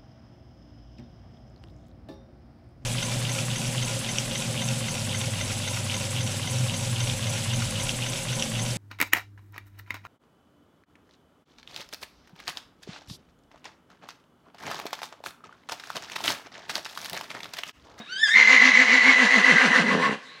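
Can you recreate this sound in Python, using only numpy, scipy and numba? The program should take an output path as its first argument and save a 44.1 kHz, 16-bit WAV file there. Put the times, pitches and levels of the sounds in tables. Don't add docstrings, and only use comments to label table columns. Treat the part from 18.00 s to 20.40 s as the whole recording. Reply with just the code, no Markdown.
import sys
import numpy as np
from scipy import signal
from scipy.io import wavfile
from scipy.ndimage import uniform_filter1d
from numba import njit

SR = 44100
rng = np.random.default_rng(int(sys.argv[2]) if len(sys.argv) > 2 else 0)


def wav_out(sig):
    wavfile.write(sys.argv[1], SR, np.round(np.clip(np.atleast_2d(sig).T, -1, 1) * 32767).astype(np.int16))


def field_ratio(decibels):
    return 10 ** (np.asarray(decibels, dtype=float) / 20)


N = 105840

# start_s, level_db, pitch_hz, t60_s
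KNOCKS = [
    (0.0, -34, 222, 0.083),
    (.3, -57, 130, .04),
    (.47, -41, 70, .05),
    (.505, -53, 60, .03),
    (0.672, -48, 60, 0.027),
    (.79, -57, 60, .03),
    (1.08, -54, 60.3, .04),
    (1.87, -43, 54.92, .04),
]
# centre_hz, density_db
YARD_SPECTRUM = [(24, -27), (60, -20), (160, -2.5), (415, -8), (771, -14.5), (1340, -11.5), (2200, -5.5),
                 (4000, -13), (12000, -45), (15600, -75), (22000, -120)]
# centre_hz, width_hz, level_db, start_s (below 0 = already sounding), drift_hz_per_s
INSECTS = [(3710, 94, -51.5, -2, 19), (1646, 130, -56, 0, -8), (6300, 240, -64, 3.5, 1509),
           (3900, 690, -54.5, -1.5, 3), (1940, 230, -46, -1.5, 9008), (4410, 44, -39.5, 1, 2),
           (3750, 290, -56, 2.25, 2200)]
INSECT_LENGTHS_S = [3, 6, 1, 1.5, 0.065, 0.077, 1]
# time_s, pitch_hz, level_db
SQUEAL = [
    (.055, 1058, -50),
    (.095, 1394, -42),
    (.125, 1517, -31),
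    (.165, 1550, -28.5),
    (.2, 1720, -29.5),
    (.235, 1792, -18),
    (.278, 1590, -23.5),
    (.31, 1780, -20),
    (.345, 1841, -16),
]
SQUEAL_PARTIALS_DB = [-5.5, -10, -15, -23.5, -33, -45, -70]
# time_s, pitch_hz, level_db
WHISTLE = [
    (.335, 2068, -23),
    (.355, 2084, -12.5),
    (.44, 2078, -14.5),
    (.6, 2032, -15.5),
    (1.0, 2001, -19.5),
    (1.5, 1999, -17),
    (1.78, 1990, -22.5),
    (1.95, 2014, -27.5),
    (2.07, 2000, -28),
    (2.15, 1983, -48),
]
WHISTLE_PARTIALS_DB = [0, -22.5, -33, -54]
# time_s, depth_db, length_s
CATCHES = [(0.44, -3.5, 0.0076), (0.709, -9, 0.01), (0.856, -8.5, 0.024), (1.036, -1.5, 0.014),
           (1.149, -0.5, 0.012), (1.271, -6.5, .02), (1.413, -9, 0.02), (1.537, -13, 0.012),
           (1.679, -6, 0.026), (1.832, -12, 0.018), (1.976, -22, 0.029)]
# start_s, rasp_db
HEAVES = [(.335, -24), (0.453, -22), (.59, -21.5), (0.719, -22.5), (0.861, -22.5), (1.009, -21),
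          (1.152, -21), (1.29, -20.5), (1.427, -19.5), (1.56, -19.5), (1.701, -20), (1.834, -24.5),
          (1.978, -24), (2.09, -29.5)]
# crest_s, level_db, rise_s, fall_s
SWELLS = [(.38, -47, 0.038, .03), (.45, -44, 0.033, .03), (.54, -32, 0.046, 0.027), (.67, -27, 0.05, 0.028),
          (.81, -27, 0.052, 0.024), (.95, -28.5, .055, 0.032), (1.09, -25, 0.045, 0.025),
          (1.24, -23.5, 0.045, 0.024), (1.384, -23, .04, 0.021), (1.51, -24.5, 0.04, 0.028),
          (1.563, -26.5, 0.022, 0.0068), (1.655, -21.5, .025, 0.019), (1.711, -26, 0.019, 0.0096),
          (1.792, -22, 0.024, 0.023), (1.84, -26.5, 0.021, 0.021), (1.878, -24.5, .015, .02),
          (1.922, -27, .015, 0.013)]
# lowest_s, lowest_pitch_hz, fall_s, recovery_s
SWOOPS = [(0.346, 199, 0.019, 0.041), (.46, 207.8, 0.036, 0.042), (0.598, 210.1, .03, 0.029),
          (0.736, 204.4, .025, .04), (.875, 215, 0.024, .045), (1.02, 213.4, .025, .03),
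          (1.155, 226.7, .02, .02), (1.265, 200, 0.029, .025), (1.402, 188.4, .03, 0.021),
          (1.537, 150.1, 0.024, .022), (1.685, 147.5, 0.027, .022), (1.812, 158, .02, 0.019),
          (1.862, 189.5, .012, 0.022), (1.935, 174.7, .025, .02)]
LOW_PARTIALS_DB = [5, -5.5, -11.5, -10]
# centre_hz, width_hz, level_db
THROAT = [(231, 76, -15.5), (500, 77, -5.5), (705, 82, -10.5), (1062, 275, -2), (1582, 212, -1),
          (1780, 94, 7), (2200, 173, -5), (2475, 118, -0.5), (2713, 340, 0), (3130, 810, -7.5),
          (4180, 830, -4), (4660, 1270, -11), (6090, 810, -10), (7064, 354, -13)]
# centre_hz, width_hz, level_db
AIR = [(8030, 1300, -28.5), (10140, 1120, -36.5), (11500, 670, -43.5), (12800, 500, -63)]
# time_s, length_s, centre_hz, level_db
MOUTH = [(0.312, 0.054, 2046, -33), (0.545, 0.056, 2280, -27), (.79, .06, 2220, -23.5),
         (0.933, .05, 2207, -22.5), (1.073, 0.036, 2175, -17.5), (1.352, 0.019, 1128, -30),
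         (1.43, .03, 1765, -25.5), (1.594, 0.046, 1594, -26.5), (1.754, 0.045, 1820, -20.5),
         (1.776, 0.05, 1584, -30.5), (1.917, 0.019, 1090, -25), (2.04, 0.036, 1100, -24.5),
         (2.102, 0.023, 2750, -45.5)]
# time_s, flap_rate_hz, level_db
GROWL = [
    (1.75, 87.8, -60),
    (1.82, 85.02, -39),
    (1.9, 80.9, -28),
    (1.97, 80.05, -26),
    (2.03, 74.94, -30),
    (2.11, 69.95, -27),
    (2.15, 68.2, -40.5),
    (2.19, 66, -51),
]
# centre_hz, width_hz, level_db
CHEST = [(215, 80.3, -1), (423, 88, -4.5), (1000, 220, -12)]

WHINNY_START_S, WHINNY_END_S = HEAVES[0][0], 2.155


def level(x):
    return x / np.sqrt(np.mean(x ** 2))


def column(table, k, t):
    rows = np.array(table, float)
    return np.interp(t, rows[:, 0], rows[:, k])


def bump(t, peak_s, rise_s, fall_s):
    return np.exp(-((t - peak_s) / np.where(t < peak_s, rise_s, fall_s)) ** 2)


@njit
def svf(x, hz, width):
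    y, b, l = np.empty(len(x)), 0., 0.
    for i in range(len(x)):
        g, k = np.tan(np.pi * hz[i] / SR), width / hz[i]
        v = (b + g * (x[i] - l)) / (1 + g * (g + k))
        b, l, y[i] = 2 * v - b, l + 2 * g * v, k * v
    return y


def band(x, hz, width):
    hz = hz + np.zeros(N)
    once = svf(x + 1e-18, hz, 1.65 * width)
    return svf(once, hz, 1.65 * width)


def noise():
    return rng.standard_normal(N)


def high_pass(x, order, hz):
    return signal.sosfilt(signal.butter(order, hz, "high", fs=SR, output="sos"), x)


def walk(rate_hz):
    return level(signal.sosfilt(signal.butter(2, rate_hz, fs=SR, output="sos"), noise()))


def running_phase(hz):
    return 2 * np.pi * np.cumsum(hz) / SR


def stack(phase, partials_db, wander_db=0.):
    total = 0
    for k, db in enumerate(partials_db):
        total = total + field_ratio(db + wander_db * walk(26.7)) * np.sin((k + 1) * phase + k * k)
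    return total * np.sqrt(2)


def knocks(t):
    rattle_db, rattle_t60_s = -42.5, 0.18
    rattle = level(band(noise(), 550.0, 900.))
    out = field_ratio(rattle_db) * rattle * np.exp(-np.log(1000) * t / rattle_t60_s)
    for start_s, db, hz, t60_s in KNOCKS:
        age = np.maximum(t - start_s, 0)
        out = out + field_ratio(db) * np.sin(2 * np.pi * hz * age) * np.exp(-np.log(1000) * age / t60_s)
    return out


def yard(t):
    yard_db, flicker_db = -51.5, 2.9
    out, rows = 0, np.array(YARD_SPECTRUM)
    for hz in 50 * 2 ** np.arange(0, 8, .5):
        density_db = np.interp(np.log(hz), np.log(rows[:, 0]), rows[:, 1])
        db = density_db + 10 * np.log10(hz) + flicker_db * walk(6.5)
        out = out + field_ratio(db) * level(band(noise(), hz, hz / 3))
    return level(out) * field_ratio(yard_db)


def insects(t):
    out = 0
    for (hz, width, db, start_s, drift), length_s in zip(INSECTS, INSECT_LENGTHS_S):
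        on = uniform_filter1d(1. * (t >= start_s) * (t < start_s + length_s), size=900)
        centre = hz + drift * np.clip(t - start_s, 0, length_s)
        out = out + on * field_ratio(db + 2.7 * walk(9.1)) * level(band(noise(), centre, width))
    return out


def squeal(t):
    frays_s, fray_depth, waver_db = 0.274, 0.39, 1.5
    dulls_s, dull_db = 0.316, -6
    fray = fray_depth * np.clip((t - frays_s) / 0.018, .12, 1)
    phase = running_phase(column(SQUEAL, 1, t) * (1 + 0.042 * fray * walk(240)))
    dulling = dull_db * np.clip((t - dulls_s) / 0.034 + .5, 0, 1)
    partials_db = [db + min(k, 3) * dulling for k, db in enumerate(SQUEAL_PARTIALS_DB)]
    on = uniform_filter1d(1. * (t > SQUEAL[0][0]) * (t < SQUEAL[-1][0]), size=400)
    loudness = on * field_ratio(column(SQUEAL, 2, t) + waver_db * walk(28)) * (1 + fray * walk(150))
    hiss = field_ratio(-43) * bump(t, 0.283, 0.019, .07) * level(band(noise(), 6860, 1900))
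    return hiss + loudness * stack(phase, partials_db, wander_db=3.5)


def heave(t):
    crest = 0.62
    rows = np.array(HEAVES, float)
    starts = np.append(rows[:, 0], WHINNY_END_S)
    k = np.clip(np.searchsorted(starts, t) - 1, 0, len(rows) - 1)
    place = np.clip((t - starts[k]) / (starts[k + 1] - starts[k]), 0, 1)
    swell = np.sin(np.pi / 2 * np.where(place < crest, place / crest, (1 - place) / (1 - crest)))
    smooth = lambda v: uniform_filter1d(v, size=600)
    on = smooth(1. * (t > starts[0]) * (t < WHINNY_END_S))
    return smooth(swell), smooth(rows[k, 1]), on


def low_phase(t):
    top_hz = 262.2
    hz = top_hz - sum((top_hz - low) * bump(t, s, fall, back) for s, low, fall, back in SWOOPS)
    return running_phase(hz * (1 + .015 * walk(60)))


def whistle(t, swell, low):
    jitter, jitter_hz, chaos_hz, steady = .009, 60, 100, 1.15
    dip_db, sideband = 0.5, 0.41
    high = running_phase(column(WHISTLE, 1, t) * (1 + jitter * walk(jitter_hz)))
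    flutter = walk(chaos_hz)
    rough = level(steady + flutter - uniform_filter1d(flutter, size=1500))
    catch_db = sum(db * bump(t, s, length, length) for s, db, length in CATCHES)
    chaos = field_ratio(catch_db) * rough * (1 + sideband * swell * np.cos(low))
    loudness = (t > WHISTLE[0][0]) * field_ratio(column(WHISTLE, 2, t) + dip_db * (0.5 - swell))
    return loudness * chaos * stack(high, WHISTLE_PARTIALS_DB)


def low_voice(t, low):
    dip_db = -47
    swells = field_ratio(dip_db) + sum(field_ratio(db) * bump(t, s, rise, fall) for s, db, rise, fall in SWELLS)
    return swells * field_ratio(1.4 * walk(27) - 7.5) * stack(low, LOW_PARTIALS_DB)


def air_puffs(low):
    cycle = low / (2 * np.pi) % 1
    return np.exp(-cycle) * field_ratio(0.49 * walk(30)) * noise()


def rasp(t, puffs, swell, rasp_db, on):
    bright_fall_db, air_rise_db, top_rise_db = -9, -0.5, 18
    dip_db, attack_s = -7, 0.035
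    crack_s, crack_length_s, crack_db = 0.283, 0.013, -37
    tired = (t - WHINNY_START_S) / (WHINNY_END_S - WHINNY_START_S)
    ring = 0
    for k, (hz, width, db) in enumerate(THROAT + AIR):
        if hz < AIR[0][0]:
            change_db = bright_fall_db * np.log2(hz / 1000.) / 2
        else:
            change_db = air_rise_db if hz < AIR[-1][0] else top_rise_db
        moving_hz = hz * (1 + 0.018 * walk(9))
        ring = ring + (-1) ** k * field_ratio(db + tired * change_db) * band(puffs, moving_hz, width)
    crack = field_ratio(crack_db) * np.exp(-((t - crack_s) / crack_length_s) ** 2)
    blowing = on * np.clip((t - WHINNY_START_S) / attack_s, 0, 1)
    return level(ring) * (crack + blowing * field_ratio(rasp_db + dip_db * (1 - swell)))


def mouth_rings(t, puffs):
    width_hz = 65
    out = 0
    for s, length, hz, db in MOUTH:
        out = out + field_ratio(db) * bump(t, s, length, length) * level(band(puffs, hz, width_hz))
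    return out


def whinny(t):
    swell, rasp_db, on = heave(t)
    low = low_phase(t)
    puffs = air_puffs(low)
    voices = on * (whistle(t, swell, low) + low_voice(t, low))
    return voices + mouth_rings(t, puffs) + rasp(t, puffs, swell, rasp_db, on)


def growl(t):
    cycles = np.cumsum(column(GROWL, 1, t) * (1 + 0.12 * walk(39.45))) / SR
    flaps = np.diff(np.floor(cycles), prepend=0) * field_ratio(2.4 * walk(59.6))
    ring = sum(field_ratio(db) * band(flaps, hz, width) for hz, width, db in CHEST)
    return level(ring) * field_ratio(column(GROWL, 2, t)) * (t > GROWL[0][0]) * (t < GROWL[-1][0])


def echo_tail(t60_s):
    gap_s = .015
    age = np.arange(SR) / SR
    tail = rng.standard_normal(SR) * np.exp(-np.log(1000) * age / t60_s) * (age > gap_s)
    return level(tail) / np.sqrt(SR)


def echoes(horse):
    barn_db, barn_t60_s = -9, 0.2
    trees_db, trees_t60_s = -22, 1.8
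    reflections = field_ratio(barn_db) * echo_tail(barn_t60_s) + field_ratio(trees_db) * echo_tail(trees_t60_s)
    return high_pass(signal.fftconvolve(horse, reflections)[:N], 2, 450)


def scene():
    t = np.arange(N) / SR
    horse = high_pass(squeal(t) + whinny(t), 4, 134) + growl(t)
    return (horse + echoes(horse) + knocks(t) + yard(t) + insects(t))[None]


def low_pass(x):
    return signal.sosfilt(signal.butter(12, 15070, fs=SR, output="sos"), x)


def record(dry):
    rounded = 1.516 * np.tanh(dry / 1.375)
    return low_pass(high_pass(rounded, 2, 127))


dry = scene()
out = record(dry)
wav_out(out)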